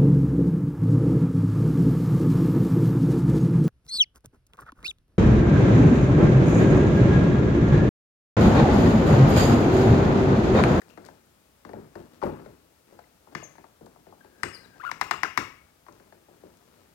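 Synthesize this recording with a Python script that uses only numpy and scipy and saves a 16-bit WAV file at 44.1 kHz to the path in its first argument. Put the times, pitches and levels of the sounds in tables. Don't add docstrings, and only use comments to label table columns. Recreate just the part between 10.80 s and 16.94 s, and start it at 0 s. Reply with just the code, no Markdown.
import sys
import numpy as np
from scipy import signal
from scipy.fft import rfft, irfft
from scipy.io import wavfile
from scipy.ndimage import uniform_filter1d

SR = 44100
rng = np.random.default_rng(int(sys.argv[2]) if len(sys.argv) > 2 else 0)


def to_wav(s):
    ch = np.atleast_2d(s).T
    pcm = np.round(np.clip(ch, -1, 1) * 32767)
    wavfile.write(sys.argv[1], SR, pcm.astype(np.int16))


N = 270950
SIZE = 8192
HZ = np.arange(SIZE // 2 + 1) * SR / SIZE + 1e-3
SCENE_HZ = np.fft.rfftfreq(N, 1 / SR)
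SEATING_S = 1.45


def undb(db):
    return 10 ** (np.asarray(db) / 20)


def along(points, hz):
    f, value = np.transpose(points)
    return np.interp(np.log(np.maximum(hz, 1)), np.log(f), value)


def noise(colour, samples):
    gains = undb(along(colour, np.fft.rfftfreq(samples, 1 / SR)))
    x = irfft(rfft(rng.standard_normal(samples)) * gains, samples)
    return x / x.std()


def fade(t, t60):
    return np.exp(-np.log(1000) * t / t60)


def burst(t60):
    x = rng.standard_normal(SIZE) * fade(np.arange(SIZE) / SR, t60)
    return rfft(x / np.linalg.norm(x))


def resonance(hz, width_hz, f=HZ):
    return 1j * f * width_hz / (hz ** 2 - f ** 2 + 1j * f * width_hz)


def damped(modes):
    return sum(undb(db) * resonance(hz, max(width, 500)) for hz, width, db in modes)


def soft(hz):
    return 1 / (1 + (1j * HZ / hz) ** 2 + 1j * HZ / hz)


def bend(spectrum, cycles, knee_hz):
    return irfft(spectrum * np.exp(-2j * np.pi * cycles * np.log(1 + HZ / knee_hz)))


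def loudest(x, db):
    return x * undb(db) / np.sqrt(uniform_filter1d(x ** 2, size=176).max())


def unsteady(rate_hz):
    knots = rng.standard_normal(1000)
    return np.interp(np.arange(N) / SR * rate_hz, np.arange(len(knots)), knots)


def movement(s, length_s, attack_s, release_s):
    t = np.arange(N) / SR - s
    return np.clip(t / attack_s, 0, 1) * np.exp(-np.maximum(t - length_s, 0) / release_s)


def add(bus, s, sound, room_db):
    i = max(int(s * SR), 0)
    part = sound[:N - i]
    bus[:, i:i + len(part)] += np.outer([1, undb(room_db)], part)


# (frequency [Hz], relative level [dB])
AIR_COLOUR = [(15, -35), (25, -25.5), (64, 1), (114, -6), (141, -4), (677, -10), (734, -16), (818, -10.5),
              (1100, -16), (1260, -13.5), (1840, -19), (14800, -32.5), (16000, -59)]


def air(level_db=-59):
    return noise(AIR_COLOUR, N) * undb(level_db)


# (frequency [Hz], ring time [s])
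ECHO_TIMES = [(80, 0.68), (300, 0.31), (1000, 0.42), (2500, 0.52), (6000, 0.37), (15000, 0.37)]
# (frequency [Hz], relative level [dB])
ECHO_COLOUR = [(60, 16), (150, 8.5), (350, -2), (600, -4.5), (900, -11.5), (1300, -7), (2000, -9),
               (2550, 1), (3300, -2), (4500, -8), (6500, -2), (10000, -5.5), (15000, 0.5)]


def garage(x, echo_db=-2, first_s=0.012, build_s=0.00067):
    t = np.arange(SR) / SR
    f = np.fft.rfftfreq(SR, 1 / SR)
    reflections = rfft(rng.standard_normal(SR)) * undb(along(ECHO_COLOUR, f))
    onset = 1 - np.exp(-np.maximum(t - first_s, 0) / build_s)
    edges = np.geomspace(20, SR / 2, 16)
    tail = 0
    for lo, hi in zip(edges, edges[1:]):
        decay = onset * fade(t, along(ECHO_TIMES, np.sqrt(lo * hi)))
        band = irfft(reflections * (f >= lo) * (f < hi), SR)
        tail = tail + band * decay / np.linalg.norm(decay)
    return undb(echo_db) * signal.fftconvolve(x, tail)[:N]


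# (time [s], length [s], level [dB])
HAND_MOVES = [(0, 0.34, -57.5), (0.98, 0.71, -59.5), (2.071, 0.034, -57), (2.465, 0.34, -60),
              (3.08, 0.48, -67), (3.58, 1.12, -58.5), (5.077, 0.19, -61.5), (5.507, 0.54, -62)]


def effort(resting_db=-73.5, attack_s=0.0083, release_s=0.058):
    moves = sum(undb(db) * movement(s, length, attack_s, release_s) for s, length, db in HAND_MOVES)
    return undb(resting_db) + moves


# (frequency [Hz], relative level [dB])
RUB_COLOUR = [(40, -26), (90, -7), (200, 1), (350, 3.5), (800, -4.5), (1600, -9.5), (3000, -19),
              (5000, -18), (12000, -34)]


def rubbing(slips_per_s=900, grain_db=3, grip_db=3):
    slips = (rng.random(N) < slips_per_s / SR) * rng.standard_normal(N)
    slips *= undb(grain_db * np.minimum(rng.exponential(size=N), 2))
    slips *= undb(grip_db * unsteady(45))
    shuffle = irfft(rfft(slips) * undb(along(RUB_COLOUR, SCENE_HZ)), N)
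    return shuffle / shuffle.std() * effort()


def thread(start_s=3.4, length_s=0.56, hz=1610, start_db=-65, rise_db=9, halting_db=4):
    note = irfft(rfft(rng.standard_normal(N)) * resonance(hz, 140, SCENE_HZ) ** 2, N)
    note *= undb(halting_db * unsteady(35))
    tightness = np.clip((np.arange(N) / SR - start_s) / length_s, 0, 1)
    turning = movement(start_s, length_s, attack_s=0.0055, release_s=0.046)
    return note / note.std() * undb(start_db + rise_db * tightness) * turning


# (time [s], level [dB])
LIGHT_TOUCHES = [(0.018, -55), (0.091, -56.5), (0.104, -58), (0.25, -47), (0.262, -46.5), (2.194, -65),
                 (3.06, -52.5), (5.124, -53.5), (5.771, -56.5)]


def ticks(hz=5500, width_hz=6000):
    bus = np.zeros((2, N))
    for s, db in LIGHT_TOUCHES:
        tick = irfft(burst(t60=0.022) * resonance(hz, width_hz) ** 2)
        add(bus, s, loudest(tick, db), room_db=-2)
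    return bus


# (pitch [Hz], relative level [dB], ring time [s])
HULL_NOTES = [(60, -7, .25), (95, 0, .24), (130, -5, .2), (165, -7, .18), (207, -1, .26), (255, -10, .18),
              (305, -3, .2), (345, 3, .3), (400, -1, .22), (440, 0, .25), (522, -6, .3), (592, -5, .3),
              (678, -7, .28), (852, -8, .28), (940, -8, .23)]
# (frequency [Hz], relative level [dB])
WASH_COLOUR = [(35, -39), (70, -40), (130, 7), (240, 5.5), (380, 7.5), (550, -7.5), (900, -9.5),
               (1500, -13.5), (2600, -39)]


def boom(rise_s, wash_db, wash_t60):
    t = np.arange(2 * SIZE) / SR
    hz, db, t60 = np.transpose(HULL_NOTES)[:, :, None]
    detune, phase = rng.standard_normal((2, len(HULL_NOTES), 1))
    pitch = hz * (1 + 0.0097 * detune)
    rings = undb(db) * fade(t, t60) * np.sin(2 * np.pi * (pitch * t + phase))
    wash = undb(wash_db) * noise(WASH_COLOUR, len(t)) * fade(t, wash_t60)
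    return (rings.sum(axis=0) + wash) * (1 - np.exp(-t / rise_s))


def heave(level_db=-30.5, hz=91, sway_hz=58, sway_db=-7, rise_s=0.0089):
    t = np.arange(2 * SIZE) / SR
    swing = np.sin(2 * np.pi * hz * t) + undb(sway_db) * np.sin(2 * np.pi * sway_hz * t)
    swing *= (1 - np.exp(-t / rise_s)) * fade(t, t60=0.27)
    bus = np.zeros((2, N))
    add(bus, SEATING_S, loudest(swing, level_db), room_db=-30)
    return bus


def chatter(gain_db=-36, hz=1000, width_hz=800, contacts_per_s=700, lead_s=0.037, grain_db=4):
    contacts = (rng.random(N) < contacts_per_s / SR) * undb(grain_db * rng.standard_normal(N))
    scrape = irfft(rfft(contacts) * resonance(hz, width_hz, SCENE_HZ) ** 2, N)
    settling = movement(SEATING_S - lead_s, 0.0069, attack_s=0.024, release_s=0.085)
    bus = np.zeros((2, N))
    add(bus, 0, scrape / scrape.std() * undb(gain_db) * settling, room_db=-2)
    return bus


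def jiggles(count=12, scatter_db=2, hz=750, hardness_db=-3, hull_db=-7):
    at = ((np.arange(count) + rng.random(count)) / count * N).astype(int)
    levels = 20 * np.log10(effort()[at]) + scatter_db * rng.standard_normal(count)
    return [(i / SR, db, hz, hardness_db, hull_db) for i, db in zip(at, levels)]


# (time [s], base level [dB], pitch [Hz], hardness [dB], hull boom [dB])
POLE_KNOCKS = [(0.017, -56, 980, 12, 4), (0.175, -39, 624, -2.5, 0), (0.244, -58.5, 600, 8.5, 7),
               (0.286, -41, 650, -4, -14), (0.85, -41.5, 1000, 2, 3.5), (0.892, -42.5, 744, -0.5, 7),
               (0.933, -35.5, 640, -9, 3.5), (0.966, -47, 635, -11, 13), (1.154, -38.5, 690, -2, 5),
               (1.417, -38, 940, -4, -7), (1.425, -24, 880, -15, 0.5), (1.435, -19.5, 595, -14, -1),
               (1.468, -48, 794, -13, 14), (1.595, -48.5, 586, -4, 8), (1.66, -43.5, 550, -5.5, 3),
               (2.121, -54, 680, -17, 9), (2.19, -41.5, 674, -3.5, -23), (2.472, -50, 850, -27, -2.5),
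               (2.524, -48.5, 654, -14, 3.5), (2.625, -38.5, 670, -21, -11), (2.754, -55.5, 826, 3, -7),
               (2.782, -44.5, 685, -5.5, -1.5), (2.841, -44, 870, -6.5, -12), (3.009, -45.5, 590, -19, 4),
               (3.064, -47.5, 815, -6, -2), (3.16, -49.5, 870, -9, -6.5), (3.267, -49.5, 715, -7, 5),
               (3.324, -44, 700, -28, -18), (3.446, -49.5, 725, -6, 2), (5.065, -49, 860, -1, -10),
               (5.084, -43.5, 890, -4, -1.5), (5.199, -55, 634, 2.5, 5.5), (5.324, -47, 740, -1.5, -2),
               (5.484, -52, 613, -11, 3.5), (5.635, -44.5, 490, -20, 3.5)]


def knocks(clack_hz=1650, thud_hz=430, room_db=1):
    bus = np.zeros((2, N))
    for s, db, hz, hard_db, hull_db in POLE_KNOCKS + jiggles():
        clack = irfft(resonance(clack_hz, 1350) ** 2 * soft(1790) ** 2 * (1 + burst(0.046)))
        knock = resonance(hz, 0.98 * hz) ** 2 * soft(1.45 * hz) ** 2 * (1 + burst(0.049))
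        knock = bend(knock, cycles=1.235, knee_hz=153.6)
        thud = resonance(thud_hz, 450) ** 2 * soft(490) ** 2 * (1 + burst(0.07))
        thud = bend(thud, cycles=1.626, knee_hz=118.2)
        tick = irfft(burst(0.034) * resonance(4240, 1400) * resonance(5500, 9100))
        hull = boom(rise_s=0.0044, wash_db=3.5, wash_t60=0.46)
        add(bus, s, loudest(clack, db + hard_db + 2), room_db)
        add(bus, s, loudest(tick, db + 0.92 * hard_db - 13), room_db)
        add(bus, s, loudest(knock, db + 3), room_db)
        add(bus, s, loudest(thud, db + hull_db - 1), room_db - 2.5)
        add(bus, s + 0.00618, loudest(hull, db + hull_db - 2.5), room_db=-14)
    return bus


def stick_slip(hz, gain, second_db=-19, third_db=-32, waver=0.012, rough_db=3):
    pace, force = uniform_filter1d(rng.standard_normal((2, SIZE)), size=100)[:, :len(hz)] * 10
    pitch = hz * (1 + waver * pace)
    phase = 2 * np.pi * np.cumsum(pitch) / SR
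    overtones = undb(second_db) * np.sin(2 * phase) + undb(third_db) * np.sin(3 * phase)
    edge_db = along([(1000, 8), (1400, -3), (5000, 7), (6200, -10)], pitch)
    tone = np.sin(phase) + undb(edge_db) * overtones
    return np.sqrt(2) * tone * gain * undb(rough_db * force)


# (time [s], length [s], first pitch [Hz], last pitch [Hz], level [dB])
CLAMP_SQUEAKS = [(0.1, 0.0062, 2490, 3120, -50.5), (2.238, 0.011, 2030, 1890, -59),
                 (2.63, 0.03, 6670, 5700, -44), (3.406, 0.012, 1610, 1600, -50.5),
                 (3.728, 0.048, 5180, 3910, -43.5), (3.838, 0.022, 4050, 3760, -54),
                 (3.998, 0.026, 1247, 1870, -36), (4.334, 0.0167, 1376, 810, -27.5),
                 (4.442, 0.021, 1723, 930, -28.5), (4.604, 0.019, 1494, 980, -30.5)]


def squeaks(room_db=-2, ring_hz=5000, ring_db=6):
    bus = np.zeros((2, N))
    for s, length, first_hz, last_hz, db in CLAMP_SQUEAKS:
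        progress = np.linspace(0, 1, int(length * SR))
        pitch = first_hz + (last_hz - first_hz) * progress ** 1.8
        swell = np.abs(np.sin(np.pi * progress ** 0.87)) ** 0.7
        carry_db = room_db + ring_db * abs(resonance(ring_hz, 400, first_hz))
        add(bus, s, stick_slip(pitch, undb(db) * swell), carry_db)
    return bus


# (time [s], pitch [Hz], level [dB])
SQUEAL_PATH = [(4.026, 1334, -48), (4.035, 1043, -38), (4.042, 985, -31.5), (4.05, 1212, -28),
               (4.056, 1483, -32), (4.077, 1360, -27.5), (4.086, 1520, -35), (4.093, 1277, -25),
               (4.101, 970, -38)]


def squeal():
    s, hz, db = np.transpose(SQUEAL_PATH)
    t = np.arange(s[0], s[-1], 1 / SR)
    bus = np.zeros((2, N))
    add(bus, s[0], stick_slip(np.interp(t, s, hz), undb(np.interp(t, s, db))), room_db=-2)
    return bus


# (pitch [Hz], width before damping [Hz], relative level [dB])
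BODY_NOTES = [(1050, 1270, 35.5), (1760, 240, 31), (2410, 360, -24)]
EDGE_NOTES = [(3840, 7200, -2.5), (5080, 310, 12.5), (6070, 270, -2), (9900, 730, -2)]
# (time [s], base level [dB], flexing pitch [Hz], hull boom [dB], sizzle [dB])
CLAMP_SLIPS = [(2.55, -28, 1390, -4.5, -33), (3.632, -21.5, 1720, -12.5, -11),
               (4.114, -25, 1210, -23.5, -26), (4.212, -18.5, 1200, -21.5, -25),
               (4.31, -18, 1180, -21, -24), (4.432, -17.5, 1170, -19, -29),
               (4.575, -15.5, 1270, -15.5, -25)]


def clicks(crack_hz=3800, hollow_hz=3150, rebound_s=0.000979):
    bus = np.zeros((2, N))
    hollow = 1 - resonance(hollow_hz, 400)
    body = damped(BODY_NOTES) * hollow * soft(2500)
    edges = damped(EDGE_NOTES) * hollow * resonance(3100, 3500) * resonance(6900, 8000)
    rebound = 0.94 * np.exp(-2j * np.pi * HZ * rebound_s)
    strongest_db = max(row[1] for row in CLAMP_SLIPS)
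    for s, db, hz, hull_db, sizzle_db in CLAMP_SLIPS:
        room_db = 3.5 + 0.21 * hull_db
        tick_db = -17.5 + 0.5 * (db - strongest_db)
        flex = body * resonance(hz, 1340) * (1 + rebound + burst(0.058))
        flex = bend(flex, cycles=1.117, knee_hz=155.6)
        snap = bend(edges * (1 + 1.5 * burst(0.037)), cycles=1.214, knee_hz=323)
        sizzle = irfft(resonance(7850, 1200) ** 2 * burst(0.034))
        tick = irfft(resonance(14500, 3800) ** 2 * (1 + burst(0.008)))
        crack = irfft(resonance(crack_hz, 1500) ** 2 * burst(0.054))
        hull = boom(rise_s=0.00091, wash_db=12.5, wash_t60=0.2)
        add(bus, s, loudest(snap, db - 8.5), room_db)
        add(bus, s, loudest(sizzle, db + sizzle_db + 2), room_db)
        add(bus, s + 0.00037, loudest(crack, db - 17), room_db - 1)
        add(bus, s + 0.00045, loudest(flex, db + 5), room_db)
        add(bus, s + 0.0005, loudest(tick, db + tick_db), room_db=-9)
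        add(bus, s + 0.00426, loudest(hull, db + hull_db + 3.5), room_db=-14)
    return bus


def scene():
    pole = knocks() + heave() + chatter() + ticks()
    clamp = clicks() + squeaks() + squeal()
    direct, to_room = pole + clamp + rubbing() + thread()
    microphone = direct + garage(to_room) + air()
    return np.array([microphone, np.zeros(N)])


def record(dry, wind_cut_hz=185, hiss_db=-66.5, top_hz=16200):
    mid = (dry[0] + dry[1]) / 2
    side = (dry[0] - dry[1]) / 2
    b, a = signal.butter(1, wind_cut_hz, "high", fs=SR)
    side = signal.lfilter(b, a, signal.lfilter(b, a, side))
    hiss = undb(hiss_db) * rng.standard_normal((2, N))
    treble_cut = signal.ellip(10, 0.2, 70, top_hz, fs=SR, output="sos")
    return signal.sosfilt(treble_cut, np.array([mid + side, mid - side]) + hiss)


dry = scene()
out = record(dry)
to_wav(out)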